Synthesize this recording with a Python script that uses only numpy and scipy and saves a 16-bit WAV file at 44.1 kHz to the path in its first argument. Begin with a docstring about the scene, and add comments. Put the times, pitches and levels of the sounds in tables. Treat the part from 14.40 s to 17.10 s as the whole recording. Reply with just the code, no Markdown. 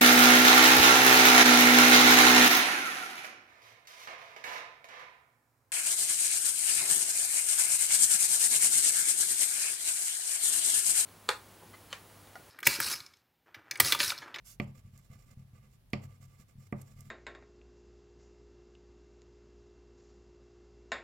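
"""Crayon colouring on a desk

A wax crayon colours small shapes on a sheet of paper that lies on a wooden desk, in a quiet room.
A brief swish over the paper comes first. Then short back-and-forth strokes rasp over the paper's grain
and make the desk top rumble. Three times the tip is set down with a sharp knock, and now and then
the wax catches on the paper with a tiny tick."""
import sys
import numpy as np
from scipy import signal
from scipy.fft import rfft, irfft
from scipy.io import wavfile

SR = 44100
rng = np.random.default_rng(int(sys.argv[2]) if len(sys.argv) > 2 else 0)


def wav_record(signal):
    """Record a signal, one row per channel, as 16-bit PCM in the file named by sys.argv[1]."""
    frames = np.transpose(np.atleast_2d(signal))
    bounded = np.clip(frames, -1, 1)
    # unit amplitude maps onto the largest positive 16-bit level
    quanta = np.round(bounded * 32767).astype(np.int16)
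    wavfile.write(sys.argv[1], SR, quanta)


N = 119070
TIME = np.arange(N) / SR
BINS_HZ = np.maximum(np.arange(N // 2 + 1) * SR / N, 1)

# A "colour" says how strong low and high pitches are compared with each other.
# "Pan" is the left level minus the right level.
# colour of the steady room noise: f/Hz, level/dB
ROOM_NOISE_COLOUR = [(20, -24.5), (46, 2.5), (70, -9.5), (110, -1.5), (200, -14.5), (300, -24),
                     (600, -26.5), (1200, -31.5), (3500, -35), (8000, -41.5), (11000, -37), (16000, -41)]
# the swish over the paper: start t/s, length/s, level/dB
SWISH_MOVE = (0.037, 0.14, -55.5)
# colour of the swish: f/Hz, level/dB
SLIDE_COLOUR = [(400, -21), (1000, -7), (1700, -12.5), (2300, -5), (3500, -8), (4700, -2.5), (6800, 3.5),
                (9500, -4.5), (12000, 0.5), (16000, -10.5)]
# wax catching on the paper: t/s, level/dB
WAX_TICKS = [(0.199, -54.5), (0.577, -56.5), (0.589, -64.5), (1.5032, -66), (1.5315, -51.5), (2.3235, -61),
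             (2.4147, -52.5), (2.418, -57.5), (2.607, -52)]
# colour of a tick: f/Hz, level/dB
WAX_COLOUR = [(500, -32), (2000, -20), (4000, -11), (7000, 2), (9500, -2), (13000, -0.5), (16000, -10.5)]
# the tip is set down: t/s, level/dB, cut-off f/Hz (higher is harder), share of the ring time left
TIP_KNOCKS = [(0.1996, -36, 3350, 0.74), (1.5336, -34.5, 4420, 0.61), (2.326, -37, 1770, 0.67)]
# the desk top's own tones, with the crayon on it: f/Hz, level/dB, free time to fade by 60 dB/s, pan/dB
DESK_TONES = [(47, -10.5, 0.44, -2), (96.6, -7, 0.93, 1.5), (112.4, -9, 0.57, -2.5), (132.93, 2, 0.5, 1),
              (173.7, -1, 0.32, 0), (207.9, 3, 0.32, -2.5), (265, -27, 0.22, -12), (357.5, -2, 0.14, 0.5),
              (574.6, -8, 0.22, -7.5), (711, -14, 0.097, 22.5), (858, -10, 0.081, 1),
              (1159, -7.5, 0.1, -12), (2105, -2, 0.036, -11), (2335, 2, 0.039, -11), (2884, -12, 0.055, -4),
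              (4340, -4, 0.042, 1), (5280, -10.5, .06, -14)]
# colour of the wood's many short, crowded tones: f/Hz, level/dB
WOOD_COLOUR = [(60, -38), (250, 8.5), (380, -1.5), (480, -29), (640, 1), (780, -5), (980, -16.5), (1170, 1),
               (1400, -10.5), (1750, -9.5), (2050, -0.5), (2420, -3), (2750, -7), (3200, -8.5), (3700, -21),
               (4500, -8.5), (5400, -8), (6200, -16), (7300, 0.5), (10000, -21.5), (16000, -40)]
# colour of the low boom that the room holds longest: f/Hz, level/dB
BOOM_COLOUR = [(100, -23), (220, 4.5), (380, 1), (520, 0.5), (650, -5), (1000, -6.5), (3000, -50)]
# crayon strokes: start t/s, length/s, then relative level/dB of hiss, scrape and rumble
CRAYON_STROKES = [(0.204, 0.049, 5.5, 0, -8), (0.258, 0.06, -3, 2.5, 17), (0.338, 0.081, 0.5, 3, 9),
                  (0.416, 0.096, -13, -6.5, 1), (0.512, 0.11, -5.5, -3, -5), (0.608, 0.082, -5, -7.5, -36),
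                  (0.69, 0.087, -1.5, 4, -0.5), (0.762, 0.1, -5.5, -2.5, -15), (.855, 0.045, 4, 5, 17.5),
                  (0.888, .058, 4.5, 9, 8), (0.959, 0.081, -8.5, -4, -4), (1.06, 0.044, -5.5, -2, -19),
                  (1.122, 0.088, -9.5, -1, 3), (1.201, 0.093, -11.5, -2.5, 3.5),
                  (1.289, 0.085, -6.5, -8, -7.5), (1.612, 0.059, 5, 8.5, 18.5), (1.663, 0.13, -9, -1.5, -5),
                  (1.801, 0.0687, 4.5, 4.5, 5), (1.861, 0.12, -7, -3.5, -4.5), (1.968, 0.075, 2, 3, 1.5),
                  (2.07, 0.064, -3, -0.5, -18), (2.173, 0.12, -3, -4, -5.5), (2.355, 0.086, -2, 5, 6),
                  (2.427, 0.13, -4, -3, 2), (2.549, 0.093, 0, 3.5, -21), (2.629, 0.078, -0.5, 0.5, 13)]
# colour of wax hissing on the paper's fibres: f/Hz, level/dB
HISS_COLOUR = [(1000, -14.5), (3000, -5), (3800, -5.5), (5200, 0.5), (6200, -2.5), (7300, 4.5), (9000, -7),
               (12000, -4.5), (16000, -8)]
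# colour of the scrape carried by crayon and wood: f/Hz, level/dB
SCRAPE_COLOUR = [(100, -1), (350, 10.5), (600, 6.5), (980, -6.5), (1170, 14), (1380, -4.5), (1700, 2),
                 (1850, -11), (2060, 8), (2200, 0), (2360, 3), (3000, -5.5), (4200, -12.5), (8000, -20)]
# soft pushes on the desk where the hand turns: t/s, level/dB
HAND_PUSHES = [(0.448, -48), (0.533, -50), (0.571, -58.5), (0.699, -44.5), (.755, -49.5), (0.863, -52.5),
               (.970, -43), (0.999, -50), (1.029, -62), (1.132, -47.5), (1.361, -77), (1.802, -48.5),
               (1.995, -49.5), (2.153, -47.5), (2.182, -46), (2.561, -50), (2.591, -47)]


def from_db(db):
    """Turn decibels into a number to multiply by."""
    return 10 ** (np.asarray(db) / 20)


def rms_one(x):
    """Scale a signal so that its average strength (rms) is 1."""
    return x / np.sqrt(np.mean(x ** 2) + 1e-20)


def panned(db):
    """Left and right gains; a negative pan moves the sound to the right."""
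    return from_db(np.array([[.5], [-.5]]) * db)


def low_pass(x, hz, order=2):
    """Dull a sound by turning down what lies above hz."""
    return signal.sosfilt(signal.butter(order, hz, fs=SR, output="sos"), x + 1e-18)


def coloured(noise, colour):
    """Give a steady noise a colour, at strength 1."""
    hz, db = np.array(colour).T
    gain = from_db(np.interp(np.log(BINS_HZ), np.log(hz), db))
    return rms_one(irfft(rfft(noise) * gain, N))


def stereo(pair, likeness):
    """Mix two unrelated signals into left and right: likeness 0 is wide, 1 is the same on both sides."""
    middle = np.sqrt((1 + likeness) / 2) * pair[0]
    side = np.sqrt((1 - likeness) / 2) * pair[1]
    return np.array([middle + side, middle - side])


def swell(start, length, rise_s, fall_s):
    """The smooth rise and fall of one hand movement."""
    edge = np.clip((TIME - start) / rise_s, 0, 1) * np.clip((start + length - TIME) / fall_s, 0, 1)
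    return np.sin(edge * np.pi / 2)


def through(force, response):
    """Shake an object: every moment of the force sets off the object's ringing response."""
    return signal.fftconvolve(force[None], response, axes=1)[:, :N]


def room_noise(level_db=-63, treble_pan_db=-2, alike_below_hz=270):
    """The quiet room: a low rumble, alike on both sides, under a faint wide hiss."""
    likeness = 1 / (1 + (BINS_HZ / alike_below_hz) ** 2)
    spectrum = stereo(rfft(rng.standard_normal((2, N))), likeness)
    spectrum *= panned(treble_pan_db * (1 - likeness))
    return from_db(level_db) * coloured(irfft(spectrum, N), ROOM_NOISE_COLOUR)


def slips(per_second=14000, spread_db=1):
    """Two random streams of clicks, each click a tiny slip over the paper's fibres."""
    sizes = from_db(spread_db * np.minimum(rng.exponential(1, (2, N)), 5))
    signs = rng.choice([-1, 1], (2, N))
    return sizes * signs * (rng.random((2, N)) < per_second / SR)


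def with_echoes(x, count=8, echo_db=-7, latest_s=0.006):
    """Nearby surfaces add a few quick echoes, different ones on each side."""
    delays = (rng.uniform(0.082, 1, (2, count)) * latest_s * SR).astype(int)
    echoes = [sum(np.roll(side, delay) for delay in row) for side, row in zip(x, delays)]
    return x + from_db(echo_db) * np.array(echoes)


def rubbing(colour, pan_db):
    """Rubbing on paper: thousands of slips a second blur into a steady noise."""
    rasp = with_echoes(stereo(slips(), likeness=0.87))
    return coloured(rasp, colour) * panned(pan_db)


def swish():
    """A light, quick slide across the sheet."""
    start, length, db = SWISH_MOVE
    shape = swell(start, length, rise_s=0.037, fall_s=0.075) ** 2
    return rubbing(SLIDE_COLOUR, pan_db=-8) * shape * from_db(db)


def ticks(fade_s=0.022):
    """Wax catches and lets go in a short burst of slips."""
    level = sum((TIME >= s) * from_db(db - 60 * np.abs(TIME - s) / fade_s) for s, db in WAX_TICKS)
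    return rubbing(WAX_COLOUR, pan_db=-9.5) * level


def blow(s, db, cut_hz, order):
    """The force of one touch at time s: the softer the touch, the duller it is."""
    spike = from_db(db) * (np.arange(N) == int(s * SR))
    return low_pass(spike, cut_hz, order)


def desk_ring(ring_share, rise_cycles=0.051):
    """After a blow the desk top dips and rings; the hand leaves it only a share of its ring time."""
    t, ring = TIME[:SR], 0
    for hz, db, fade_s, pan_db in DESK_TONES:
        onset = np.expm1(-hz * t / rise_cycles)  # a tone takes part of a cycle to start
        level = from_db(db - 60 * t / (fade_s * ring_share))
        ring += panned(pan_db) * level * onset * np.cos(2 * np.pi * hz * t)
    return ring


def wood_and_room(wood_fade_s=0.039, room_fade_s=0.28, boom_fade_s=0.39):
    """The wood's crowded tones die fast as a clack; the room echoes it and holds a low boom longest."""
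    t = TIME[:SR]
    wood = coloured(stereo(rng.standard_normal((2, N)), likeness=0.2), WOOD_COLOUR)[:, :SR]
    room = coloured(rng.standard_normal((2, N)), WOOD_COLOUR)[:, :SR]
    boom = coloured(rng.standard_normal((2, N)), BOOM_COLOUR)[:, :SR]
    return (wood * from_db(5 - 60 * t / wood_fade_s) * panned(db=-3)
            + room * from_db(-9.5 - 60 * t / room_fade_s) * panned(db=-5.5)
            + boom * from_db(-13 - 60 * t / boom_fade_s))


def knocks():
    """The tip knocks on the desk through the paper."""
    clack = wood_and_room()
    return sum(through(blow(s, db, cut_hz, order=4), desk_ring(ring_share) + clack)
               for s, db, cut_hz, ring_share in TIP_KNOCKS)


def strokes(desk, hiss_db=-68.5, scrape_db=-70, rumble_db=-59.5, judder_db=2):
    """Each stroke hisses and scrapes on the paper, while its uneven drag makes the desk rumble."""
    shapes = np.array([swell(s, length, rise_s=0.055, fall_s=0.04) for s, length, *_ in CRAYON_STROKES])
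    gains = from_db(np.array(CRAYON_STROKES)[:, 2:].T)
    hiss_level, scrape_level, drag_level = gains @ shapes  # add the strokes into three loudness curves
    wobble = rms_one(low_pass(rng.standard_normal(N), hz=68.6))
    judder = from_db(judder_db * wobble)  # the rasp flickers quickly in loudness
    hiss = rubbing(HISS_COLOUR, pan_db=-9) * hiss_level * from_db(hiss_db)
    scrape = rubbing(SCRAPE_COLOUR, pan_db=-8) * scrape_level * from_db(scrape_db)
    drag = low_pass(rng.standard_normal(N) * drag_level, hz=163, order=3)
    rumble = from_db(rumble_db) * rms_one(through(drag, desk))
    return (hiss + scrape) * judder + rumble


def pushes(desk):
    """Where the hand turns, it gives the desk a soft, dull push."""
    force = sum(blow(s, db, cut_hz=131, order=3) for s, db in HAND_PUSHES)
    return through(force, desk)


def scene():
    """Crayon, paper and desk in the quiet room."""
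    pressed_desk = desk_ring(ring_share=0.5)
    return room_noise() + swish() + ticks() + knocks() + strokes(pressed_desk) + pushes(pressed_desk)


def record(dry):
    """Cut away the very highest treble steeply."""
    cutoff_hz = 16200
    return signal.sosfilt(signal.ellip(10, .1, 70, cutoff_hz, fs=SR, output="sos"), dry)


dry = scene()
out = record(dry)
wav_record(out)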